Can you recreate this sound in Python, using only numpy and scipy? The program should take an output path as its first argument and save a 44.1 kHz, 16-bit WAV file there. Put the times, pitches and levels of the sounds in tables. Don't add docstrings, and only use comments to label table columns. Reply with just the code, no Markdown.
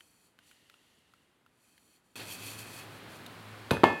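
import sys
import numpy as np
from scipy import signal
from scipy.fft import rfft, irfft
from scipy.io import wavfile

SR = 44100
rng = np.random.default_rng(int(sys.argv[2]) if len(sys.argv) > 2 else 0)


def store_pcm(level_fs):
    pcm = np.round(np.clip(level_fs, -1, 1) * 32767).astype(np.int16)
    wavfile.write(sys.argv[1], SR, np.atleast_2d(pcm).T)


N = 176400
TIME = np.arange(N) / SR


def from_db(db):
    return 10 ** (np.asarray(db) / 20)


def rms_one(x):
    return x / np.sqrt(np.mean(x ** 2) + 1e-20)


def at_hz(points, hz, column=1):
    table = np.array(points)
    return np.interp(np.log(hz), np.log(table[:, 0]), table[:, column])


def band(x, low_hz, high_hz):
    edges = [low_hz, min(high_hz, SR / 2 - 100)]
    return signal.sosfilt(signal.butter(2, edges, "band", fs=SR, output="sos"), x)


def low_cut(x, hz, order):
    return signal.sosfilt(signal.butter(order, hz, "high", fs=SR, output="sos"), x)


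def resonate(x, hz, width_hz):
    radius = np.exp(-np.pi * width_hz / SR)
    feedback = [1, -2 * radius * np.cos(2 * np.pi * hz / SR), radius ** 2]
    return signal.lfilter(np.array([1, 0, -1]) * (1 - radius ** 2) / 2, feedback, x)


def coloured_noise(colour):
    hz = np.maximum(np.arange(N // 2 + 1) * SR / N, 1)
    spectrum = rfft(rng.standard_normal(N)) * from_db(at_hz(colour, hz))
    return rms_one(irfft(spectrum, N))


def decay(t60):
    return 1000 ** (-TIME[:int(2 * t60 * SR) + 2] / t60)


def ring(hz, t60):
    fade = decay(t60)
    return fade * np.sin(2 * np.pi * hz * TIME[:len(fade)])


def snap(t60, edge_hz, body_hz=2660, fizz_db=-8.5):
    white, fade = rng.standard_normal(SR // 4), decay(t60)
    crack = band(white, body_hz / 2, body_hz * 1.5) + from_db(fizz_db) * white
    return rms_one(band(crack, 260, edge_hz))[:len(fade)] * fade


def add(out, start_s, sound):
    start = int(start_s * SR)
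    part = sound[:max(N - start, 0)]
    out[start:start + len(part)] += part


# frequency in Hz, relative level in dB.
QUIET_HISS_COLOUR = [(30, 12.5), (70, 0), (130, -0.5), (250, 2), (600, -6.5), (1500, -7.5), (3500, -15),
                     (6000, -24.5), (11000, -23), (16000, -35)]
LOUD_HISS_COLOUR = [(30, 7.5), (60, -8.5), (120, -3), (250, -3), (550, -8), (1500, -9), (4200, -17.5),
                    (6000, -28), (11000, -28.5), (16000, -34)]


def room_tone(step_s=2.156, hum_hz=106.2, waver_width_hz=6.4):
    waver = band(rng.standard_normal(N), hum_hz - waver_width_hz / 2, hum_hz + waver_width_hz / 2)
    hum = rms_one(np.sin(2 * np.pi * hum_hz * TIME)) + from_db(-1.5) * rms_one(waver)
    loud = from_db(-48) * coloured_noise(LOUD_HISS_COLOUR) + from_db(-59) * hum
    quiet = from_db(-68.5) * coloured_noise(QUIET_HISS_COLOUR)
    return np.where(TIME < step_s, quiet, loud)


# time in seconds, level in dB.
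THUMB_LEVELS = [(.38, -82), (.46, -69), (.95, -72.5), (1.2, -76), (1.42, -88)]
# pitch in Hz, width in Hz, gain in dB.
CAP_RESONANCES = [(1450, 110, -3), (1820, 200, 3), (2770, 250, -2.5)]
# frequency in Hz, relative level in dB.
SKIN_COLOUR = [(200, -29), (1000, -59), (2000, -7.5), (4400, -0.5), (5200, -3.5), (9800, 0.5), (13300, -1),
               (16000, -13.5)]


def cap_rub():
    times, levels_db = np.transpose(THUMB_LEVELS)
    friction = coloured_noise(SKIN_COLOUR)
    cap = sum(from_db(db) * resonate(friction, hz, width_hz) for hz, width_hz, db in CAP_RESONANCES)
    return np.interp(TIME, times, from_db(levels_db), left=0, right=0) * rms_one(cap)


# start in seconds, level in dB, pitch in Hz,
# overtone in dB against the first mode, snap level in dB.
CAP_TICKS = [(.007, -52, 1510, 4.5, -51), (.389, -49.5, 1520, -24, -54), (0.5126, -53, 1460, -17, -52),
             (0.6982, -52, 1370, -22, -52.5), (0.741, -53.5, 1390, 1.5, -59),
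             (1.137, -52, 1340, -17, -58.5), (1.463, -52, 1370, -10, -63), (1.779, -60, 2110, -4, -56),
             (3.2635, -39.5, 3740, -30, -39)]


def cap_ticks(overtone_ratio=2.02, t60=0.019):
    out = np.zeros(N)
    for start_s, db, hz, overtone_db, snap_db in CAP_TICKS:
        modes = ring(hz, t60) + from_db(overtone_db) * ring(hz * overtone_ratio, t60)
        add(out, start_s, from_db(db) * modes)
        add(out, start_s, from_db(snap_db) * snap(t60=0.02, edge_hz=13600))
    return out


# frequency in Hz, relative level in dB.
PALM_COLOUR = [(60, 3), (250, -0.5), (1000, -9), (2500, -3.5), (4500, -6), (6000, -23), (16000, -40)]


def grip_shift(peak_s=2.213, width_s=0.022):
    swell = np.exp(-((TIME - peak_s) / width_s) ** 2 / 2)
    return from_db(-44.5) * swell * coloured_noise(PALM_COLOUR)


# time in seconds, level in dB.
TURNING_LEVELS = [(0, -67.5), (.19, -71.5), (.26, -68), (.35, -85), (.4, -82), (.48, -65), (.62, -77.5),
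                  (.98, -76), (1.05, -85), (1.2, -80), (1.4, -92), (1.52, -85), (1.64, -70), (1.8, -71.5),
                  (1.96, -68), (2.02, -85), (2.06, -76), (2.15, -77)]
STROKE_LEVELS = [(2.156, -45.5), (2.21, -50.5), (2.255, -51), (2.33, -41.5), (2.38, -52), (2.47, -43.5),
                 (2.54, -48), (2.572, -52), (2.595, -43.5), (2.64, -53), (2.7, -52), (2.795, -48.5),
                 (2.875, -65), (2.97, -60), (3.05, -88), (3.1, -61), (3.16, -57), (3.21, -69), (3.7, -74)]
# pitch in Hz, width in Hz,
# gain in dB when gripped near the cap, gain in dB when gripped on the body.
WALL_RESONANCES = [(2535, 93, 15.5, 21), (3140, 40, 16, 14), (3363, 20, 8, 16.5), (4295, 90, 9, 8.5),
                   (4486, 85, 11, 9), (5920, 87, 10, 5), (7070, 170, 8.5, 0.5), (7980, 200, 5, -6),
                   (9050, 140, 5, -3), (9810, 87, 9, -3.5)]


def wall_rub(grain_db=1, grain_rates_hz=(14, 179)):
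    out = np.zeros(N)
    for grip, curve in enumerate((TURNING_LEVELS, STROKE_LEVELS)):
        times, levels_db = np.transpose(curve)
        grain = rms_one(band(rng.standard_normal(N), *grain_rates_hz))
        friction = coloured_noise(SKIN_COLOUR) * from_db(grain_db * grain)
        wall = sum(from_db(gains_db[grip]) * resonate(friction, hz, width_hz)
                   for hz, width_hz, *gains_db in WALL_RESONANCES)
        touching = (TIME >= times[0]) & (TIME < times[-1])
        out += touching * from_db(np.interp(TIME, times, levels_db)) * rms_one(friction + wall)
    return out


# frequency in Hz, gain in dB, 60 dB decay time in seconds.
REVERB_BANDS = [(60, -0.5, 0.2), (151, -4, 0.39), (330, -6, 0.31), (810, -7.5, 0.35), (1530, -6.5, 0.47),
                (3000, -8, 0.23), (6000, -6, 0.39), (15000, -2, 0.19)]


def room_reverb(x, onset_s=0.0016):
    t, tail = TIME[:SR], 0
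    onset = 1 - np.exp(-(t / onset_s) ** 2)
    edges_hz = 50 * 2 ** (np.arange(18) / 2)
    for low, high in zip(edges_hz, edges_hz[1:]):
        hz = np.sqrt(low * high)
        fade = from_db(-60 * t / at_hz(REVERB_BANDS, hz, column=2))
        wash = rms_one(band(rng.standard_normal(SR), low, high) * onset * fade)
        unity_gain = np.sqrt(2 * (high - low)) / SR
        tail = tail + from_db(at_hz(REVERB_BANDS, hz)) * unity_gain * wash
    return signal.fftconvolve(x, tail)[:N]


# pitch in Hz, relative level in dB, 60 dB decay time in seconds.
SHELF_MODES = [(102.8, -29, 0.2), (167, -40.5, 0.58), (246.2, -25, 0.21), (335, -32, 0.17),
               (390, -36.5, 0.41), (459, -32, 0.44), (558, -33, 0.45), (690, -40, 0.42), (782, -40, 0.34),
               (878, -28.5, 0.26), (1048, -32, 0.14), (1185, -33, 0.23)]
HELD_CAN_MODES = [(2495, -42, 1.3), (2617, -44, 1.0), (3348, -44, .45), (3515, -53, .6), (4457, -49, .45),
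                  (7246, -62, .6), (2750, -44, .25), (3285, -47, .35), (4740, -59, .4), (5109, -59, .4),
                  (6126, -64, .5)]
NEIGHBOUR_CAN_MODES = [(1751, -25.5, .57), (2143, -28, .34), (3133, -40, .22), (1428, -36, .2),
                       (1637, -42, .2), (1850, -36, .15), (3005, -46, .25), (5459, -60, .4)]
# start in seconds, then gain in dB
KNOCK_STRENGTHS = [(3.7099, -4, -5, -17), (3.8406, -2.5, 1.5, -1)]


def shelf_and_cans():
    out = np.zeros(N)
    bodies = (SHELF_MODES, HELD_CAN_MODES, NEIGHBOUR_CAN_MODES)
    for start_s, *strengths_db in KNOCK_STRENGTHS:
        for modes, strength_db in zip(bodies, strengths_db):
            for hz, db, t60 in modes:
                add(out, start_s, from_db(strength_db + db) * ring(hz, t60))
    return out


# start in seconds, thud drive in dB, pitch
# in Hz, 60 dB decay time in seconds, snap level in dB, the snap's upper edge in Hz.
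TOUCHDOWNS = [(3.7085, -14.5, 1490, 0.013, -19, 6070), (3.7101, -24.5, 2500, 0.093, -29.5, 11500),
              (3.7128, -6, 495, 0.0072, -22, 10700), (3.714, -8, 160, 0.018, -46, 5030),
              (3.7222, -22, 930, 0.021, -36, 4000), (3.7352, -25.5, 950, 0.025, -34, 7000),
              (3.7366, -24, 324, 0.036, -48, 3000), (3.7694, -21.5, 1550, 0.0066, -52, 4000),
              (3.8346, -11.5, 1260, 0.016, -23, 2760), (3.835, -2.5, 333, 0.031, -37, 2800),
              (3.8389, -0.5, 1110, 0.0028, -31, 12800), (3.8405, 3.5, 838, 0.0094, -15, 2850)]


def canister_clatter():
    out = np.zeros(N)
    for start_s, thud_db, hz, t60, snap_db, edge_hz in TOUCHDOWNS:
        thud = low_cut(ring(hz, t60), 0.65 * hz, order=1)
        add(out, start_s, from_db(thud_db) * thud)
        add(out, start_s, from_db(snap_db) * snap(t60=0.0096, edge_hz=edge_hz))
    return out


def scene():
    handling = cap_ticks() + cap_rub() + wall_rub() + grip_shift()
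    clatter = canister_clatter()
    return (handling + clatter + room_reverb(clatter) + shelf_and_cans() + room_tone())[None]


def record(dry, bass_cut_hz=70, ceiling=0.97, top_cut_hz=16100):
    thin = low_cut(dry, bass_cut_hz, order=4)
    rounded = thin / (1 + (thin / ceiling) ** 6) ** (1 / 6)
    return signal.sosfilt(signal.ellip(10, .1, 80, top_cut_hz, fs=SR, output="sos"), rounded)


dry = scene()
out = record(dry)
store_pcm(out)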